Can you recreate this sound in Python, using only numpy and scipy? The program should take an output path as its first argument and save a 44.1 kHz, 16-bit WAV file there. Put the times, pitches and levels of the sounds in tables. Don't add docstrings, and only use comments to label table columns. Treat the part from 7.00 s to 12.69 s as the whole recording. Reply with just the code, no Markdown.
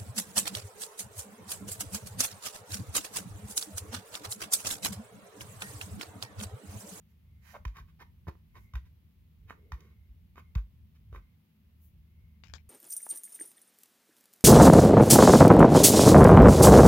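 import sys
import numpy as np
from scipy import signal
from scipy.fft import rfft, irfft, next_fast_len
from scipy.io import wavfile
from scipy.ndimage import uniform_filter1d

SR = 44100
rng = np.random.default_rng(int(sys.argv[2]) if len(sys.argv) > 2 else 0)


def master(y):
    cut = np.clip(np.atleast_2d(y).T, -1, 1)
    pcm = np.round(cut * 32767)
    wavfile.write(sys.argv[1], SR, pcm.astype(np.int16))


N = 250929
TIME = np.arange(N) / SR
RING = TIME[:SR // 2]

# centre in s, length in s, level in dB, low body in dB, pitch factor.
DRAGS = [(0.692, 0.077, -68, -0.5, 1.064), (0.783, .1, -50.5, -6, 1.013), (0.895, .06, -67.5, -11, 1.08),
         (1.016, .064, -51, -1.5, 0.93), (1.287, 0.044, -45.5, 9, 0.9), (1.570, .07, -55, 4.5, .99),
         (1.764, 0.063, -54.5, -3, 1.007), (1.865, .06, -70.5, -10, 1.01),
         (2.506, 0.081, -56.5, -3.5, 1.145), (2.738, 0.053, -54.5, -15, .99), (2.83, .32, -68.5, 14.5, 1),
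         (3.388, 0.071, -54.5, 2.5, 1.044), (3.578, 0.056, -54, -0.5, 1.058), (3.961, 0.046, -70, -2, 1.1),
         (4.16, .1, -55, 10, 1.06)]


def cone(free_hz=51.1, free_t60_s=.2, grip_exponent=3.3, cut_hz=42):
    # start in s, peak in dB, force rise in s, resonance under the hand in Hz.
    pushes = [(0.655, -28.5, 0.0054, 53.2), (0.798, -43.5, 0.0035, 51), (0.999, -50.5, 0.0047, 59.5),
              (1.269, -36, 0.0024, 86), (1.282, -32, 0.00088, 71.5), (1.736, -32, 0.0055, 62),
              (1.752, -30, 0.0076, 62.5), (2.723, -31.5, 0.0058, 59), (3.087, -44.5, 0.012, 57),
              (3.556, -20.5, 0.0033, 52), (4.123, -41, 0.0042, 49.6), (4.163, -48, 0.0047, 47.5)]
    out = np.zeros((2, N))
    radiation = signal.butter(3, cut_hz, "high", fs=SR, output="sos")
    for s, db, rise_s, hz in pushes:
        t60_s = free_t60_s * (free_hz / hz) ** grip_exponent
        force = (RING / rise_s * np.exp(-RING / rise_s)) ** 4
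        swing = signal.fftconvolve(force, mode(hz, np.log(1000) / np.pi / t60_s))[:len(RING)]
        pressure = signal.sosfilt(radiation, np.diff(swing, prepend=0))
        pressure = colour(pressure, [(170, 1.5), (300, -17.5), (600, -12.5)])
        add(out, s, pressure / np.abs(pressure).max() * undb(db))
    return out


def cap(force, pitch, slope_db_oct, body_db, hiss_db, scatter_db=2, detune=.033, min_width_hz=170):
    # frequency in Hz, width in Hz, left gain in dB, right gain in dB.
    modes = [(218, 74, -9.5, -3.5), (381, 160, -4, -13.5), (620, 77, -38, -21), (797, 43, -10.5, -27),
             (1083, 106.4, 0.5, 7), (1434, 340, -9, -1), (1970, 100, -13, 3.5), (2220, 173.4, -3, -16.5),
             (3360, 360, -9, -74), (4500, 960, -12, -32), (5840, 1100, -8, -7)]
    draws = rng.standard_normal((len(modes), 2, 2, 1))
    ring = 0
    for (hz, width_hz, left_db, right_db), (gain_draw, pitch_draw) in zip(modes, draws):
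        gain = undb(np.array([[left_db], [right_db]]) + scatter_db * gain_draw)
        ring += gain * mode(hz * pitch * (1 + detune * pitch_draw), max(width_hz, min_width_hz))
    sound = tilt(signal.fftconvolve(ring, force[None], axes=1), slope_db_oct, low_hz=1150, high_hz=3920)
    sound = colour(sound, [(480, body_db), (800, 3), (1050, 6.5), (1500, 4.5), (4000, 1), (11000, -18)])
    sound = burst(sound, 0, .41)
    envelope = np.sqrt(uniform_filter1d(force ** 2, size=32).clip(0))
    hiss = colour(rng.standard_normal((2, len(force))) * envelope, [(5000, 6), (11000, 10)])
    sound[:, :len(force)] += burst(hiss, hiss_db + slope_db_oct, .86)
    return sound


def finger_ticks(grit=.37, tip_body_db=-2.5):
    # time in s, level in dB, brightness in dB per octave.
    taps = [(0.652, -34, 1.5), (0.679, -51, 4.5), (0.7687, -47, 5), (1.002, -55, 0.5), (1.27, -46, -6.5),
            (1.284, -40.5, -12), (1.3537, -58.5, -7.5), (1.555, -55, -9), (1.7369, -45, 2),
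            (1.7545, -39, 4.5), (2.498, -43, -4.5), (2.5068, -36.5, -6), (2.526, -47, -7.5),
            (2.7199, -35.5, 1), (2.8054, -56, 12), (3.3575, -53.5, -1.5), (3.3797, -42, -13.5),
            (3.5523, -40.5, 6.5), (3.5573, -43, -3.5), (4.1278, -50, -3), (4.1483, -43.5, -11),
            (4.1607, -44, -6)]
    out = np.zeros((2, N))
    for s, db, slope_db_oct in taps:
        body_db, pitch = grip(s)
        skid_s = .001 * 2 ** min(slope_db_oct / 6, .5)
        age = RING[:len(RING) // 16] / skid_s
        force = grit * rng.standard_normal(len(age)) * age * np.exp(1 - age)
        force[np.argmax(age > .5)] += 1
        tick = cap(force, pitch, slope_db_oct, body_db + tip_body_db, hiss_db=-26)
        add(out, s - skid_s / 2, burst(tick, db, .0033))
    return out


def finger_drags(firm_db=-56, dulling=.32):
    out = np.zeros((2, N))
    for s, seconds, db, body_db, pitch in DRAGS:
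        slope_db_oct = .9 - dulling * (db - firm_db)
        rasp = cap(slips(seconds), pitch, slope_db_oct, body_db, hiss_db=-19)
        add(out, s - seconds / 2, burst(rasp, db, seconds / 2))
    return out


def grip(s):
    return min(DRAGS, key=lambda row: abs(row[0] - s))[3:]


def slips(seconds, spread_db=2.5, rate_hz=7000):
    size_draw, sign_draw, slip_draw = rng.random((SR, 3))[:int(seconds * SR)].T
    size = undb(-spread_db * np.log(size_draw.clip(.01, 1))) * np.sign(sign_draw - .5)
    return size * (slip_draw < rate_hz / SR) * np.hanning(len(size))


def squeak(s=.52943, seconds=.05, db=-44, slip_hz=720, roughness=.25):
    n = int(seconds * SR)
    jitter = level(uniform_filter1d(rng.standard_normal((2, len(RING))), size=40), 0)[:, :n]
    cycles = np.cumsum(slip_hz * np.exp(roughness * jitter[0])) / SR
    force = np.diff(np.floor(cycles), prepend=0) * np.hanning(n) * undb(4 * jitter[1])
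    skin = signal.fftconvolve(force, mode(slip_hz, width_hz=450))
    rasp = cap(force, grip(s)[1], slope_db_oct=0, body_db=0, hiss_db=-30) + burst(skin, -5, 1)
    rasp = colour(rasp, [(350, -6.5), (550, 5.5), (2200, -4), (4500, -13), (12000, -28)])
    out = np.zeros((2, N))
    add(out, s, burst(rasp, db, seconds / 2))
    return out


def brushes():
    # centre in s, length in s, level in dB, brightness in dB per octave, left minus right in dB.
    strokes = [(0.108, .09, -76.5, 2, -6), (0.505, 0.22, -56, -1, -8), (1.61, 0.24, -72, 5, -1),
               (4.849, 0.15, -64, 14, 1.5)]
    # frequency in Hz, gain in dB.
    spectrum = [(300, -22), (700, -7), (1100, 1.5), (2100, 4.5), (3300, -7), (6500, -3), (12000, -10.5),
                (16000, -9.5)]
    out = np.zeros((2, N))
    for s, seconds, db, slope_db_oct, pan_db in strokes:
        hiss = colour(np.array([slips(seconds, spread_db=1.5) for _ in range(2)]), spectrum)
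        hiss = tilt(hiss, slope_db_oct, low_hz=2520, high_hz=14890) * undb([[pan_db / 2], [-pan_db / 2]])
        add(out, s - seconds / 2, burst(hiss, db, seconds / 2))
    return out


def shifting_hand(centre_s=2.68, seconds=.67, db=-72, hz=400):
    ring = mode(hz, width_hz=200)
    rubs = np.array([signal.fftconvolve(slips(seconds, spread_db=2), ring) for _ in range(3)])
    rub = colour(rubs[0] + rubs[1:] / 2, [(450, 9), (700, -2), (2000, -12), (5000, -8)])
    out = np.zeros((2, N))
    add(out, centre_s - seconds / 2, burst(rub, db, seconds / 2))
    return out


def camera_clicks(right_db=-30, latch_s=.0013, jolt_hz=70, jolt_db=-43, jolt_t60_s=.14):
    # start in s, level in dB, brightness in dB per octave.
    clicks = [(5.4370, -42.5, -7), (5.442, -50.5, 10), (5.471, -52, 3), (5.483, -54, 2), (5.498, -53, -7),
              (5.5375, -33, 3), (5.582, -51.5, -5)]
    # frequency in Hz, width in Hz, gain in dB.
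    shell_modes = [(324, 130, -0.5), (746, 270, -21), (1830, 500, 5.5), (2420, 420, 9.5), (3120, 330, -3),
                   (4097, 594.5, 1.5), (4770, 1000, -1), (6140, 773, -18)]
    out = np.zeros((2, N))
    age_s = RING[:len(RING) // 64]
    for s, db, slope_db_oct in clicks:
        shell = sum(undb(mode_db) * mode(hz * (1 + .033 * rng.standard_normal()), width_hz)
                    for hz, width_hz, mode_db in shell_modes)
        snap = .3 * rng.standard_normal(len(age_s)) * np.exp(-age_s / .0013)
        snap[[0, np.argmax(age_s > latch_s)]] += 1
        click = tilt(np.convolve(shell, snap), slope_db_oct, low_hz=2160, high_hz=5900)
        click = colour(click, [(7200, 12.5), (11000, -11.5)])
        add(out, s, burst(click, db, .0041) * undb([[0], [right_db]]))
    out = reflect(out, wet_db=-3, t60_s=.06, gap_s=.018)
    jolt = np.sin(2 * np.pi * jolt_hz * RING) * undb(-60 * RING / jolt_t60_s)
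    hardest_s = max(clicks, key=lambda row: row[1])[0]
    add(out, hardest_s, jolt * undb([[jolt_db], [jolt_db - 10]]))
    return out


def room_air():
    # frequency in Hz, relative density in dB.
    spectrum = [(88, -28.5), (150, -2.5), (230, -6.5), (279, -15.5), (428, -21.5), (668, -32), (1570, -37),
                (2060, -33), (2230, -33.5), (2860, -33), (8490, -47.5), (11600, -36.5), (15500, -33.5)]
    mid, side = rng.standard_normal((2, N))
    side = colour(side, [(150, -10), (650, -1), (3000, 0)])
    air = level(colour(mid + np.array([side, -side]), spectrum), -68)
    return colour(air, [(250, -1.5), (450, -3.5), (1000, 2), (11000, -1.3), (15000, -1.5)])


def rumble_and_hum(hand_on_s=.4, hand_off_s=4.3, fade_s=.23, flutter_db=2.5):
    # frequency in Hz, gain in dB.
    rumble_spectrum = [(20, -26), (40, -16.5), (58, -1.5), (76, -3.5), (105, -6.5), (130, -14.5),
                       (160, -15.5), (230, -41), (500, -72)]
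    # frequency in Hz, wavering width in Hz, level in dB.
    hum_tones = [(76, 5, -59.5), (101.7, 6.6, -71), (155.7, 9.2, -73), (180.9, 8, -75.5), (207.8, 11, -77)]
    # centre in s, length in s, gain in dB.
    bass_swells = [(0.075, 0.27, -6.5), (2.13, .16, -16.5), (4.5, 0.58, -16), (5.556, .3, 4)]
    resting = np.clip(np.minimum(TIME - hand_on_s, hand_off_s - TIME) / fade_s + .5, 0, 1)
    mid, side = rng.standard_normal((2, N))
    rumble = level(colour(mid + undb(-12.5) * np.array([side, -side]), rumble_spectrum), -62.5)
    rumble *= undb(4 * resting + flutter_db * wavering(3.4, width_hz=1.3))
    (hum_hz, waver_hz, hum_db), *upper_tones = hum_tones
    phase = 2 * np.pi * hum_hz * TIME + .61 * wavering(.76, waver_hz)
    hum = level(np.sin(phase), hum_db) * undb(-4 * resting)
    upper_hum = sum(undb(db) * wavering(hz, width_hz) for hz, width_hz, db in upper_tones)
    bass_gain = undb(sum(db * swell(s, seconds) for s, seconds, db in bass_swells))
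    return (rumble + hum) * bass_gain + upper_hum


def whine(hz=2140, width_hz=180):
    # centre in s, length in s, level in dB.
    swells = [(.45, 0.71, -83), (1.642, 0.41, -75), (2.784, 1, -78), (3.447, 0.21, -77.5),
              (4.228, 0.39, -81), (5.245, 0.6, -81.5)]
    tone = np.array([wavering(hz, width_hz) for _ in range(2)])
    return tone * sum(undb(db) * swell(s, seconds) for s, seconds, db in swells)


def reflect(x, wet_db, t60_s, gap_s):
    envelope = undb(-60 * RING / t60_s) * (1 - np.exp(-(RING / gap_s) ** 2))
    tail = burst(rng.standard_normal((2, len(RING))) * envelope, wet_db, 1 / SR)
    return x + signal.fftconvolve(x, tail, axes=1)[:, :N]


def mode(hz, width_hz):
    return 2 * np.pi * width_hz / SR * np.exp(-np.pi * width_hz * RING) * np.cos(2 * np.pi * hz * RING)


def wavering(hz, width_hz):
    offset = (np.arange(N // 2 + 1) * SR / N - hz) / width_hz
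    return level(irfft(rfft(rng.standard_normal(N)) / (1 + (2 * offset) ** 4), N), 0)


def swell(s, seconds):
    return np.cos(np.pi * np.clip((TIME - s) / seconds, -.5, .5)) ** 2


def colour(x, points):
    n = 2 * next_fast_len(x.shape[-1])
    hz, db = np.transpose(points)
    log_hz = np.log(np.arange(n // 2 + 1) * SR / n + 1)
    cepstrum = irfft(np.log(undb(np.interp(log_hz, np.log(hz), db))))
    cepstrum[1:n // 2] *= 2
    cepstrum[n // 2 + 1:] = 0
    return irfft(rfft(x, n) * np.exp(rfft(cepstrum)))[..., :x.shape[-1]]


def tilt(x, slope_db_oct, low_hz, high_hz):
    return colour(x, [(low_hz, 0), (high_hz, slope_db_oct * np.log2(high_hz / low_hz))])


def undb(db):
    return 10 ** (np.asarray(db) / 20)


def level(x, db):
    return x * undb(db) / np.sqrt(np.mean(x ** 2))


def burst(x, db, seconds):
    return x * undb(db) * np.sqrt(seconds * SR / np.mean(np.sum(x ** 2, axis=-1)))


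def add(out, s, x):
    i = max(int(s * SR), 0)
    out[:, i:i + x.shape[-1]] += x[..., :N - i]


def scene():
    # frequency in Hz, gain in dB.
    port_response = [(20, 3.5), (6500, -5.5), (7600, -9), (8600, -12.5), (9800, -6.5), (11500, 0.5),
                     (16000, -3)]
    hand = finger_ticks() + finger_drags() + squeak() + brushes() + shifting_hand()
    hand[0] = np.roll(hand[0], shift=-3)
    hand = reflect(hand, wet_db=-6, t60_s=.014, gap_s=.001)
    hand = reflect(hand, wet_db=-10, t60_s=.21, gap_s=.0071)
    close = colour(hand + camera_clicks(), port_response)
    return close + cone() + room_air() + rumble_and_hum() + whine()


def record(dry, left_cut_hz=10, top_hz=15800):
    highpass = signal.butter(1, left_cut_hz, "high", fs=SR, output="sos")
    lowpass = signal.ellip(10, .2, 70, top_hz, fs=SR, output="sos")
    left = signal.sosfilt(highpass, dry[0])
    return signal.sosfilt(lowpass, np.array([left, dry[1]]))


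dry = scene()
out = record(dry)
master(out)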